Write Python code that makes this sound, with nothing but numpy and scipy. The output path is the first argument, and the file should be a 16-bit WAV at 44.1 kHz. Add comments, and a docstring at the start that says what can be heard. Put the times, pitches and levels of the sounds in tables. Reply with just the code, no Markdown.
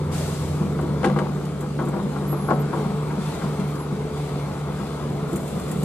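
"""A diesel dump truck tips its bed on an earthworks site, a little left of a stereo microphone.
Its firings sound the exhaust and ring block and chassis; the revs fall to idle, then the note swells
as the hoist takes the load. Behind it an excavator runs at steady high speed, its steel bucket clanking
and thudding. Air puffs from a valve, oil hisses, grit ticks on the bed and something squeaks thinly
off to the right; the earth banks answer the bucket briefly."""
import sys
import numpy as np
from scipy import signal
from scipy.fft import rfft, irfft, next_fast_len
from scipy.io import wavfile
from scipy.ndimage import uniform_filter1d, map_coordinates

SR = 44100
rng = np.random.default_rng(int(sys.argv[2]) if len(sys.argv) > 2 else 0)


def persist_wave(psi):
    """Save psi, clipped to +-1, as 16-bit WAV."""
    counts = np.round(np.clip(psi, -1, 1) * 32767).astype(np.int16)
    wavfile.write(sys.argv[1], SR, np.atleast_2d(counts).T)


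N = 257544

# Noise colours. Each row: frequency in Hz, relative spectral level in dB.
RUMBLE_SPECTRUM = [(20, -30), (35, -18), (48, -13), (60, 3), (80, -6), (110, -13), (180, -30), (400, -75)]  # the machines' low rumble
DRONE_SPECTRUM = [(80, -26), (122, -7), (150, -4), (190, -0.5), (225, -4.5), (265, -11), (330, -13),
                  (440, -11.5), (530, -14), (700, -26), (1500, -69)]  # the excavator's engine
RATTLE_SPECTRUM = [(180, -47), (280, -19), (350, 19), (480, -9.5), (650, 13), (1500, -73)]  # the bucket's rattling panels
CRUNCH_SPECTRUM = [(350, -23), (510, 3.5), (700, -7), (1100, -1), (1400, -15), (1850, -20), (4000, -52)]  # earth under the bucket
SCRAPE_SPECTRUM = [(700, -37), (1500, -0.5), (2300, -1), (3200, -3), (4000, -5.5), (5500, -11),
                   (8000, -11.5), (10500, -12), (12000, -28), (15000, -34)]  # scraped steel
OIL_SPECTRUM = [(900, -1), (2000, 1), (3300, 1.5), (4300, 0.5), (5600, -5), (7700, -2), (9500, -2),
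                (11500, -6.5), (13500, -16), (15300, -19)]  # oil through valves
AIR_SPECTRUM = [(1000, 4), (2200, -4), (4000, -1.5), (5600, -4.5), (8000, -2), (9500, -3), (11500, -8.5),
                (13500, -14), (15300, -30)]  # escaping air
GRIT_SPECTRUM = [(2500, -2.5), (5500, -12), (7500, 4.5), (10000, 1), (13000, -5.5), (15300, -9.5)]  # stones on the bed
CLATTER_SPECTRUM = [(300, -44), (520, 1.5), (640, 6), (900, 4.5), (1250, 0), (1450, -2), (1750, -12),
                    (2250, -8.5), (2700, -20), (4000, -17.5), (6000, -27), (15000, -53)]  # the truck's engine
ROAR_SPECTRUM = [(40, -45), (62, -14), (80, -5), (100, 0), (130, -1), (180, -36), (400, -75)]  # gas leaving its pipe

# Echo off the earth banks. Each row: frequency in Hz, seconds to fall 60 dB.
BANK_DECAY = [(150, 0.19), (1000, 0.21), (4000, 0.54), (12000, 0.26)]
# The excavator's engine speed. Each row: time in seconds, firing rate in Hz.
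EXCAVATOR_SPEED = [(0, 147.1), (0.3, 148.7), (1.1, 147.5), (1.55, 146.3), (2.0, 145.6), (2.5, 145.8),
                   (3.2, 150), (3.7, 146.9), (4.1, 147.3), (4.4, 145.1), (4.85, 146.6), (5.12, 146.2),
                   (5.5, 146.3), (5.84, 147.8)]
# Its hum swells and dips. Each row: time in seconds, relative level in dB.
EXCAVATOR_HUM = [(0.0, -27), (0.21, -27.5), (0.36, -29.5), (0.44, -25.5), (0.49, -35), (0.53, -24),
                 (0.7, -28.5), (0.75, -29), (0.93, -25), (1.04, -31), (1.12, -23.5), (1.28, -28.5),
                 (1.35, -27), (1.71, -31), (1.89, -25.5), (1.98, -38), (2.05, -29), (2.1, -31.5),
                 (2.26, -28), (2.31, -23.5), (2.47, -30), (2.54, -24.5), (2.65, -23.5), (2.7, -32),
                 (2.86, -25.5), (2.89, -32), (2.99, -25.5), (3.22, -29), (3.3, -25.5), (3.37, -39),
                 (3.45, -26), (3.51, -27), (3.56, -33.5), (3.67, -24.5), (3.74, -29), (3.79, -29),
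                 (3.85, -33), (3.9, -27), (4.1, -35), (4.21, -26.5), (4.28, -33), (4.33, -29),
                 (4.44, -27.5), (4.5, -36), (4.65, -29), (4.93, -35), (5.11, -26.5), (5.43, -35.5),
                 (5.46, -26.5), (5.5, -40), (5.56, -28), (5.59, -37), (5.68, -30), (5.73, -42),
                 (5.77, -28.5), (5.84, -28)]
# Exhaust notes. Each row: multiple of the firing rate, relative level in dB.
EXCAVATOR_ORDERS = [(1, 0.5), (1.5, -34), (2, -17.5), (2.5, -18.5), (3, -29)]
TRUCK_ORDERS = [(1, 5), (1.5, -10), (2, 2.5), (2.5, -10), (3, -10), (4, -6), (4.5, -5), (5, -16), (6, -8)]
# Engine noise. Each row: time in seconds, excavator drone and truck clatter in relative dB.
ENGINE_LEVELS = [(0.0, -32.5, -39.5), (0.93, -28, -40), (1.04, -27, -36.5), (1.61, -32, -43.5),
                 (2.02, -28.5, -40), (2.32, -31.5, -40), (2.73, -29, -36.5), (2.94, -31.5, -38.5),
                 (3.46, -30, -36.5), (3.89, -32.5, -40.5), (4.49, -33, -38.5), (5.84, -27.5, -39.5)]
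# Hydraulic events. Each row: start in seconds, length in seconds, relative level in dB.
PUMP_STROKES = [(1.98, 0.25, -37), (2.36, 0.64, -34), (3.52, 0.12, -33.5), (3.82, 0.35, -36),
                (5.05, 0.26, -35.5)]  # the pump under load
OIL_SURGES = [(2.05, 0.069, -49), (2.68, 0.16, -48), (3.15, 0.18, -43), (4.1, 0.083, -46.5),
              (4.7, 0.16, -48), (5.42, 0.48, -47.5)]  # a valve opens
VALVE_SINGS = [(0.92, 0.12, -54), (1.98, 0.08, -58), (4.1, 1.8, -62)]  # a valve sings
# Bucket blows. Each row: start in seconds; arm, panel, ring and clack levels in dB;
# softness from 0 (bare steel) to 1 (a cushion of earth); place struck from 0 (teeth) to 1 (heel).
BUCKET_BLOWS = [(0.608, -12, -20, -26, -47, 1, 0.9), (0.788, -28, -22, -24.5, -39, 0.26, 0.73),
                (0.829, -35, -14.5, -29, -48, 1, 0.6), (0.885, -18.5, -34, -38, -52, 0.8, .5),
                (1.03, -34, -26, -20, -33, 0.1, .8), (1.041, -27, -21, -13.5, -20, .12, 0.66),
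                (1.051, -20, -9, -25, -30, 0.5, .95), (1.064, -17, -23, -21, -36, 0.15, .9),
                (1.088, -11.5, -32, -25, -39, .4, .9), (1.161, -14.5, -19, -19, -34, 0.16, 1),
                (1.186, -23, -23, -19.5, -28.5, 0.01, 1), (1.209, -26, -23, -25, -50, 0.6, 0.9),
                (1.254, -17.5, -27, -28, -52, 0.5, 0.9), (1.314, -36, -34, -37, -52, 0.3, 1),
                (1.625, -24, -24, -27.5, -39, 0.7, 1), (1.788, -24, -22.5, -20, -31, 0.54, 0.25),
                (1.808, -20, -22, -22.5, -44, 0.8, 0.6), (1.871, -21, -23, -26, -35, 1, 0.5),
                (1.93, -17.5, -24, -21.5, -34, .8, 0.8), (1.962, -30, -22, -26, -46, .6, 0.7),
                (1.991, -26, -33, -29.5, -48, 0.5, 0.3), (2.036, -17.5, -31, -45, -50, .8, .5),
                (2.158, -22.5, -22, -23.5, -35, .85, 0.4), (2.205, -20, -23.5, -34, -48, .8, 0.6),
                (2.32, -22.5, -17.5, -22.5, -46, 1, 0.7), (2.41, -19, -35, -45, -52, .8, .5),
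                (2.481, -32, -25, -15.5, -38, 0.5, .15), (2.497, -20.5, -16, -19.5, -31, .7, 0),
                (2.508, -20, -28, -12, -37, 0.3, .02), (2.522, -15.5, -27, -38, -50, .6, .2),
                (2.728, -47, -21, -20, -35, 0.45, 0.25), (2.757, -26, -22, -28, -45, 0.6, 0.3),
                (2.783, -30, -23, -27, -46, .9, .5), (2.842, -15, -31, -25.5, -46, .6, 0.5),
                (2.905, -16, -32, -34, -48, .6, .5), (3.099, -22.5, -33, -30.5, -33, 0.6, 0.3),
                (3.178, -17, -26, -36, -48, .7, 0.4), (3.417, -15.5, -42, -27, -32, 0.3, .6),
                (3.583, -14.5, -24, -30, -50, 1, .8), (3.915, -19, -25, -44, -54, 0.5, .7),
                (4.795, -20, -25, -29, -44, .8, .5), (5.325, -21, -18, -32, -50, 0.7, 0.6)]
# The bucket's ring. Each row: frequency in Hz, relative dB struck on the teeth and on the heel,
# seconds to fall 60 dB.
BUCKET_MODES = [(455.5, -7, 3, 0.16), (503.5, -10, 7.5, .2), (559.5, -1, -14, 0.24), (644, -7, -3, 0.23),
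                (747.5, -3, -9, 0.27), (784, -13, 5.5, 0.15), (848, -3, -4, 0.23), (956, -2.5, 0.5, 0.16),
                (1087, 7.5, -1, 0.085), (1145, -5, 3, 0.11), (1202, -10, -1, 0.12), (1302, -2, -10, 0.16),
                (1390, 2, -1.5, .08), (1505, -1, 2, 0.056)]
# Other struck steel. Each row: frequency in Hz, relative level in dB, seconds to fall 60 dB.
ARM_MODES = [(174.3, 9, 0.1), (196.9, 10.5, 0.24), (209, -2, 0.39), (232.5, -1, 0.47)]  # the hollow arm
PANEL_MODES = [(280.6, -4, 0.12), (342.5, 1.5, 0.14), (375, -10, 0.13)]  # the bucket's large panels
PIN_MODES = [(1627, 5.5, 0.069), (1890, -1, 0.06), (2034, 2, 0.063), (2170, -6.5, 0.053), (2302, 0, 0.052),
             (2650, -5, 0.04), (2920, -7, 0.048), (3160, -3.5, 0.037)]  # its pins and teeth
# Thin squeaks. Each row: start and length in seconds, first and last pitch in Hz, relative level in dB.
SQUEAKS = [(2.25, .03, 10550, 10620, -54), (2.277, 0.07, 11700, 11340, -40), (2.34, .07, 11350, 11550, -58),
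           (2.345, 0.16, 11200, 11170, -51.5), (2.46, 0.049, 11380, 11250, -54),
           (2.52, 0.053, 11120, 11060, -54), (2.59, 0.04, 11630, 11780, -48.5),
           (2.72, 0.036, 11120, 10600, -55), (3.62, 0.21, 11950, 11850, -63),
           (3.77, 0.088, 11000, 11220, -52)]
# Stones hitting the steel bed. Each row: start in seconds, relative level in dB.
GRIT_TICKS = [(0.8091, -39.5), (1.186, -47), (1.6071, -36), (1.8507, -41), (1.8841, -39.5), (5.3293, -36),
              (5.3579, -29.5), (5.4765, -35.5), (5.5962, -35.5), (5.683, -38), (5.7128, -31), (5.8038, -39),
              (5.8303, -31)]
# The truck's resonances. Each row: frequency in Hz, width in Hz, relative level in dB.
CHASSIS_RESONANCES = [(245, 42, -2), (297, 30, -0.5), (376, 52, -1), (430, 52.5, 0.5), (496.5, 36, -2)]
BLOCK_RESONANCES = [(1114, 97, 0.5), (1253, 69, 1.5), (1327, 74, 0), (2255, 110, -17), (3500, 140, -16.5)]
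# Stereo width at the microphone. Each row: frequency in Hz, left-right likeness from 0 to 1.
MIC_LIKENESS = [(60, 0.93), (200, 0.98), (380, 0.55), (690, 0.66), (1280, 0.91), (2350, 0.37), (4300, 0.2),
                (8000, 0.11), (14000, 0.98)]
# Balance at the microphone. Each row: frequency in Hz, left minus right in dB.
MIC_BALANCE = [(60, 2), (80, 0.5), (140, -0.5), (300, 0.4), (500, 0.4), (760, 2), (1160, 4.5), (1770, 2.5),
               (2710, 2.5), (4000, 2), (6300, 3.5), (7700, 4.5), (9650, -0.5), (12000, -5.5), (14700, 1)]
# Earlier arrival on the left. Each row: frequency in Hz, phase lead in radians before MIC_GAP_S caps it.
MIC_LEAD = [(20, 0.074), (500, 0.15), (1030, 0.8), (2100, 0.66), (3300, 1.03), (4300, 2.4), (6000, 4.5),
            (7000, 4.8), (8700, 8.5), (11000, 10.65), (12300, 10.6), (13200, 13), (15000, 14.4)]

MIC_GAP_S = 0.00017  # longest travel time between the microphone's two sides
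SIDES = np.array([[.5], [-.5]])  # splits a difference between left and right
SLIDE_S, SLIDE_RISE_S = 5.25, 0.07  # dry crumbs start down the bed


def amp(db):
    """Decibels to gain."""
    return 10 ** (np.asarray(db) / 20)


def unit(x):
    """Scale to rms 1."""
    return x / np.sqrt(np.mean(x ** 2) + 1e-20)


def along(points, hz):
    """Read (Hz, value) points on a log frequency axis."""
    freqs, values = np.transpose(points)
    return np.interp(np.log(hz + 1), np.log(freqs + 1), values)


def curves(rows):
    """One value per sample for each column after the time."""
    times, *columns = np.transpose(rows)
    return [np.interp(np.arange(N) / SR, times, column) for column in columns]


def wobble(rate):
    """A smooth random curve, rate knots a second."""
    knots = rng.standard_normal(int(N * rate / SR) + 4)
    return map_coordinates(knots, [np.arange(N) * rate / SR])


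def ramp(start, rise):
    """From 0 at start to 1 after rise seconds."""
    return np.clip((np.arange(N) / SR - start) / rise, 0, 1)


def swells(rows, attack_s, fall_db_per_s):
    """Gain of overlapping events that rise, hold and die away."""
    t = np.arange(N) / SR
    gains = [ramp(start, attack_s) * amp(db - fall_db_per_s * np.maximum(t - start - length, 0))
             for start, length, db in rows]
    return np.linalg.norm(gains, axis=0)


def filtered(x, response):
    """Filter by a complex response of frequency."""
    size = next_fast_len(N + 8192)
    return irfft(rfft(x, size) * response(np.fft.rfftfreq(size, 1 / SR)), size)[..., :N]


def add(track, start, sound):
    """Mix a sound into a track at start seconds."""
    part = track[..., max(round(start * SR), 0):][..., :sound.shape[-1]]
    part += sound[..., :part.shape[-1]]


def rush(spectrum, gate=1):
    """Stereo noise of rms 1, chopped by a gate and then coloured; nearly mono in the bass."""
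    def colour(hz):
        width = np.arccos(np.clip(along(MIC_LIKENESS, hz), -1, 1)) / 2
        return amp(along(spectrum, hz)) * [np.cos(width), np.sin(width)]
    mid, side = filtered(gate * rng.standard_normal((2, N)), colour)
    return unit(np.array([mid + side, mid - side]))


def patchy(x, depth_db):
    """Each band of the noise swells and fades at random, making hiss and clatter uneven."""
    bands = signal.stft(x, nperseg=1024)[2]
    fading = uniform_filter1d(rng.standard_normal(bands.shape[1:]), size=4, axis=0)
    fading = unit(uniform_filter1d(fading, size=7, axis=1))
    return unit(signal.istft(bands * amp(depth_db * fading), nperseg=1024)[1][:, :N])


def tones(cycles, orders, waver_db, drift):
    """Multiples of a base rate, each wavering in level and phase on its way through the open air."""
    total = np.zeros(N)
    for order, db in orders:
        gain = amp(db + waver_db * wobble(13)) * np.sqrt(2)
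        phase = 2 * np.pi * order * cycles + drift * order * wobble(9)
        total += gain * np.sin(phase + rng.uniform(0, 2 * np.pi))
    return total


def firing(cycles, depth, sharpness, scatter_db):
    """An envelope that jumps at each firing; the four cylinders differ and no two firings are equal."""
    stroke = cycles.astype(int)
    cylinder = rng.standard_normal(4)[stroke % 4]
    size_db = scatter_db * (cylinder / 2 + rng.standard_normal(2000)[stroke])
    return unit(1 + depth * amp(size_db) * np.exp(-sharpness * (cycles % 1)))


def chug(cycles, resonances, scatter_db, jitter_s):
    """One uneven thump per firing rings a set of resonances; the four cylinders differ."""
    def body(f):
        return sum((-1) ** k * amp(db) * 1j * f * width / (hz * hz - f * f + 1j * f * width)
                   for k, (hz, width, db) in enumerate(resonances))
    onsets = np.flatnonzero(np.diff(np.floor(cycles)))
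    size, late = rng.standard_normal((2, 1000))[:, :len(onsets)]
    cylinder = rng.standard_normal(4)[np.arange(len(onsets)) % 4]
    onsets = np.clip(onsets + late * jitter_s * SR, 0, N - 1).astype(int)
    thumps = np.bincount(onsets, amp(scatter_db * np.tanh(size + cylinder / 2)), N)
    return unit(filtered(thumps, body))


def ring(modes, t, scatter_db):
    """Struck steel: every blow shares its strength differently among the modes."""
    hz, db, t60 = np.transpose(modes)[:, :, None]
    share, detune, phase = rng.standard_normal((3, len(modes), 1))
    gain = amp(db + scatter_db * share)
    waves = np.sin(2 * np.pi * hz * (1 + 0.0048 * detune) * t + np.pi * phase)
    return np.sum(gain * amp(-60 * t / t60) * waves, axis=0) / np.linalg.norm(gain)


def site_rumble(hum_hz=62, slide_db=8):
    """A faint hum far off, under the machines' rumble; the shifting load adds to the rumble."""
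    far_hum = amp(-49) * tones(np.arange(N) / SR, [(hum_hz, 0)], waver_db=1, drift=0.0029)
    return far_hum + amp(-53 + slide_db * ramp(SLIDE_S, SLIDE_RISE_S)) * rush(RUMBLE_SPECTRUM)


def earth_banks(x):
    """The banks scatter a short tail back to the microphone."""
    hz, t, bands = signal.stft(rng.standard_normal((2, SR // 2)), SR, nperseg=256)
    decay = amp(-60 * t / along(BANK_DECAY, hz)[:, None])
    tail = signal.istft(bands * decay, SR, nperseg=256)[1]
    return signal.fftconvolve(x, tail / np.linalg.norm(tail[0]), axes=1)[:, :N]


def excavator_engine(pump_order=2.94):
    """Behind the truck a diesel hums and drones with its firings; its pump whines louder under load."""
    cycles = np.cumsum(curves(EXCAVATOR_SPEED)[0]) / SR
    hum_db, drone_db = curves(EXCAVATOR_HUM)[0], curves(ENGINE_LEVELS)[0]
    hum = amp(hum_db - 0.44) * tones(cycles, EXCAVATOR_ORDERS, waver_db=-0.06, drift=0.19)
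    pulses = firing(cycles, depth=0.82, sharpness=5.3, scatter_db=2)
    drone = amp(drone_db - 1 + 1.26 * wobble(14)) * rush(DRONE_SPECTRUM, pulses)
    pump_level = np.hypot(amp(-43.5), swells(PUMP_STROKES, attack_s=0.06, fall_db_per_s=45))
    pump_phase = 2 * np.pi * pump_order * cycles + 0.82 * wobble(45)
    whine = pump_level * amp(4.6 * wobble(30) - 1.5) * np.sin(pump_phase)
    return hum + drone + whine


def contacts(settle_s=(0.05, 0.26), settle_db=-28.5):
    """Each bucket blow, then a quieter one as a loose part falls back."""
    for start, *levels_db, softness, place in BUCKET_BLOWS:
        yield start, levels_db, softness, place
        yield start + rng.uniform(*settle_s), np.add(levels_db, settle_db), softness, place


def bucket(arm_rise_s=0.0062, cushion_db=-15, ring_left_db=2.5):
    """Each contact booms in the arm, rings the steel and clacks the pins; earth slows and dulls it."""
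    t = np.arange(SR // 2) / SR
    body, steel, rattle, crunch, scrape = np.zeros((5, N))
    for start, (arm_db, panels_db, ring_db, clack_db), softness, place in contacts():
        rise_s = np.interp(softness, [0, 1], [0.00076, 0.0086])
        t60 = np.interp(softness, [0, 1], [0.091, 0.27])
        rise = 1 - np.exp(-t / rise_s)
        burst = rise * amp(-60 * t / t60)
        modes = [(hz, teeth + place * (heel - teeth), decay) for hz, teeth, heel, decay in BUCKET_MODES]
        arm_rise = 1 - np.exp(-t / arm_rise_s)
        add(body, start, amp(arm_db) * ring(ARM_MODES, t, scatter_db=0.5) * arm_rise)
        add(body, start, amp(panels_db) * ring(PANEL_MODES, t, scatter_db=2.5) * rise)
        add(steel, start, amp(ring_db) * ring(modes, t, scatter_db=1.9) * rise)
        add(steel, start, amp(clack_db) * ring(PIN_MODES, t, scatter_db=1.2) * rise)
        add(rattle, start, amp(panels_db - 16) * burst)
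        add(crunch, start, amp(ring_db - 10) * burst)
        add(scrape, start, amp(clack_db - 6.5 + cushion_db * softness) * burst)
    grain = amp(4 * wobble(400))
    noise = rattle * rush(RATTLE_SPECTRUM, grain)
    noise += crunch * rush(CRUNCH_SPECTRUM, grain)
    noise += scrape * rush(SCRAPE_SPECTRUM, grain)
    return body + steel * amp(ring_left_db * SIDES) + noise  # the ringing steel faces left


def squeaks(flutter=0.004):
    """Thin, unsteady gliding squeaks to the right of the microphone."""
    track = np.zeros(N)
    for start, length, first_hz, last_hz, db in SQUEAKS:
        progress = np.linspace(0, 1, int(length * SR))
        waver = np.interp(progress, np.linspace(0, 1, 20), rng.standard_normal(20))
        hz = (first_hz + (last_hz - first_hz) * progress) * (1 + flutter * waver)
        envelope = amp(db) * np.sqrt(abs(np.sin(np.pi * progress)))
        add(track, start, envelope * np.sin(2 * np.pi * np.cumsum(hz) / SR))
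    return track * amp(1.9 * wobble(110)) * amp([[-9], [7]])


def hydraulics(truck_cycles, sing_hz=3480):
    """Oil hisses through the valves and surges as each one opens; one sings faintly."""
    flow = np.hypot(amp(-48.5), swells(OIL_SURGES, attack_s=0.08, fall_db_per_s=19.5))
    pulses = firing(truck_cycles, depth=0.11, sharpness=0.72, scatter_db=5.5)
    hiss = flow * patchy(rush(OIL_SPECTRUM, pulses), depth_db=2.07)
    tone = amp(3.1 * wobble(13)) * np.sin(2 * np.pi * sing_hz * np.arange(N) / SR + 0.78 * wobble(240))
    return hiss + swells(VALVE_SINGS, attack_s=0.049, fall_db_per_s=90) * tone


def air_release(start_s=0.11, rise_s=0.013, t60=1.42):
    """A valve snaps open and the hiss dies as the pressure falls."""
    t = np.maximum(np.arange(N) / SR - start_s, 0)
    return amp(-34.5 - 60 * (t / t60) ** 1.52) * (1 - np.exp(-t / rise_s)) * rush(AIR_SPECTRUM)


def grit(rise_s=0.00088, t60=0.1):
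    """Small stones tick on the tilting bed; near the end fine crumbs trickle down it."""
    t = np.arange(SR // 4) / SR
    ticks = np.zeros(N)
    for start, db in GRIT_TICKS:
        add(ticks, start, amp(db - 3 - 60 * t / t60) * (1 - np.exp(-t / rise_s)))
    trickle = ramp(SLIDE_S, SLIDE_RISE_S) * amp(-50.5 + 1.7 * wobble(60))
    return np.hypot(ticks, trickle) * rush(GRIT_SPECTRUM, amp(0.56 * wobble(700)))


def truck_running(rev_hz=85.3, idle_hz=76.46, pedal_off_s=0.42, hoist_s=3.6):
    """Firings so far, and effort in dB over idle: the revs die down, then the hoist loads the engine."""
    coast_s = np.maximum(np.arange(N) / SR - pedal_off_s, 0)
    firing_hz = idle_hz + (rev_hz - idle_hz) * np.exp(-(coast_s / 0.28) ** 2)
    rev_db = 12.5 * np.exp(-(coast_s / 0.77) ** 2)
    hoist_db = 3 * ramp(hoist_s, rise=0.15)
    return np.cumsum(firing_hz) / SR, rev_db + hoist_db


def truck_exhaust(cycles, effort_db):
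    """The firing note and the roar of gas from the pipe, both louder with effort."""
    note = tones(cycles, TRUCK_ORDERS, waver_db=1.5, drift=0.12)
    roar = amp(-48.5 + 0.72 * effort_db) * rush(ROAR_SPECTRUM)
    return amp(-51.6 + effort_db + 1.7 * wobble(40)) * note + roar


def truck_engine(cycles, effort_db):
    """Each firing pulses the clatter, shakes cab and chassis, and rings the block with diesel knock."""
    clatter_db = curves(ENGINE_LEVELS)[1] + 0.52 + 0.21 * wobble(21.93)
    pulses = firing(cycles, depth=0.097, sharpness=4.6, scatter_db=2)
    clatter = amp(clatter_db) * patchy(rush(CLATTER_SPECTRUM, pulses), depth_db=2)
    chassis_db = -38 + 0.032 * effort_db + 1.3 * wobble(14)
    thumps = amp(chassis_db) * chug(cycles, CHASSIS_RESONANCES, scatter_db=6, jitter_s=0.0009)
    knock = amp(-48 + 1.3 * wobble(7)) * chug(cycles, BLOCK_RESONANCES, scatter_db=5, jitter_s=0.002037)
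    return clatter + thumps + knock


def scene():
    """The machines stand a little left of the microphone, so their sound reaches that side first."""
    def from_left(hz):
        lead = np.clip(along(MIC_LEAD, hz), 0, 2 * np.pi * hz * MIC_GAP_S)
        return amp(SIDES * along(MIC_BALANCE, hz)) * np.exp(1j * SIDES * lead)
    cycles, effort_db = truck_running()
    blows = bucket()
    excavator = excavator_engine() + blows + amp(-13.5) * earth_banks(blows)
    truck = truck_exhaust(cycles, effort_db) + truck_engine(cycles, effort_db)
    site = site_rumble() + excavator + hydraulics(cycles) + air_release() + grit() + truck
    return filtered(site, from_left) + squeaks()


def record(dry, top_hz=15350):
    """The recorder keeps nothing above its band limit."""
    return filtered(dry, lambda hz: hz < top_hz)


dry = scene()
out = record(dry)
persist_wave(out)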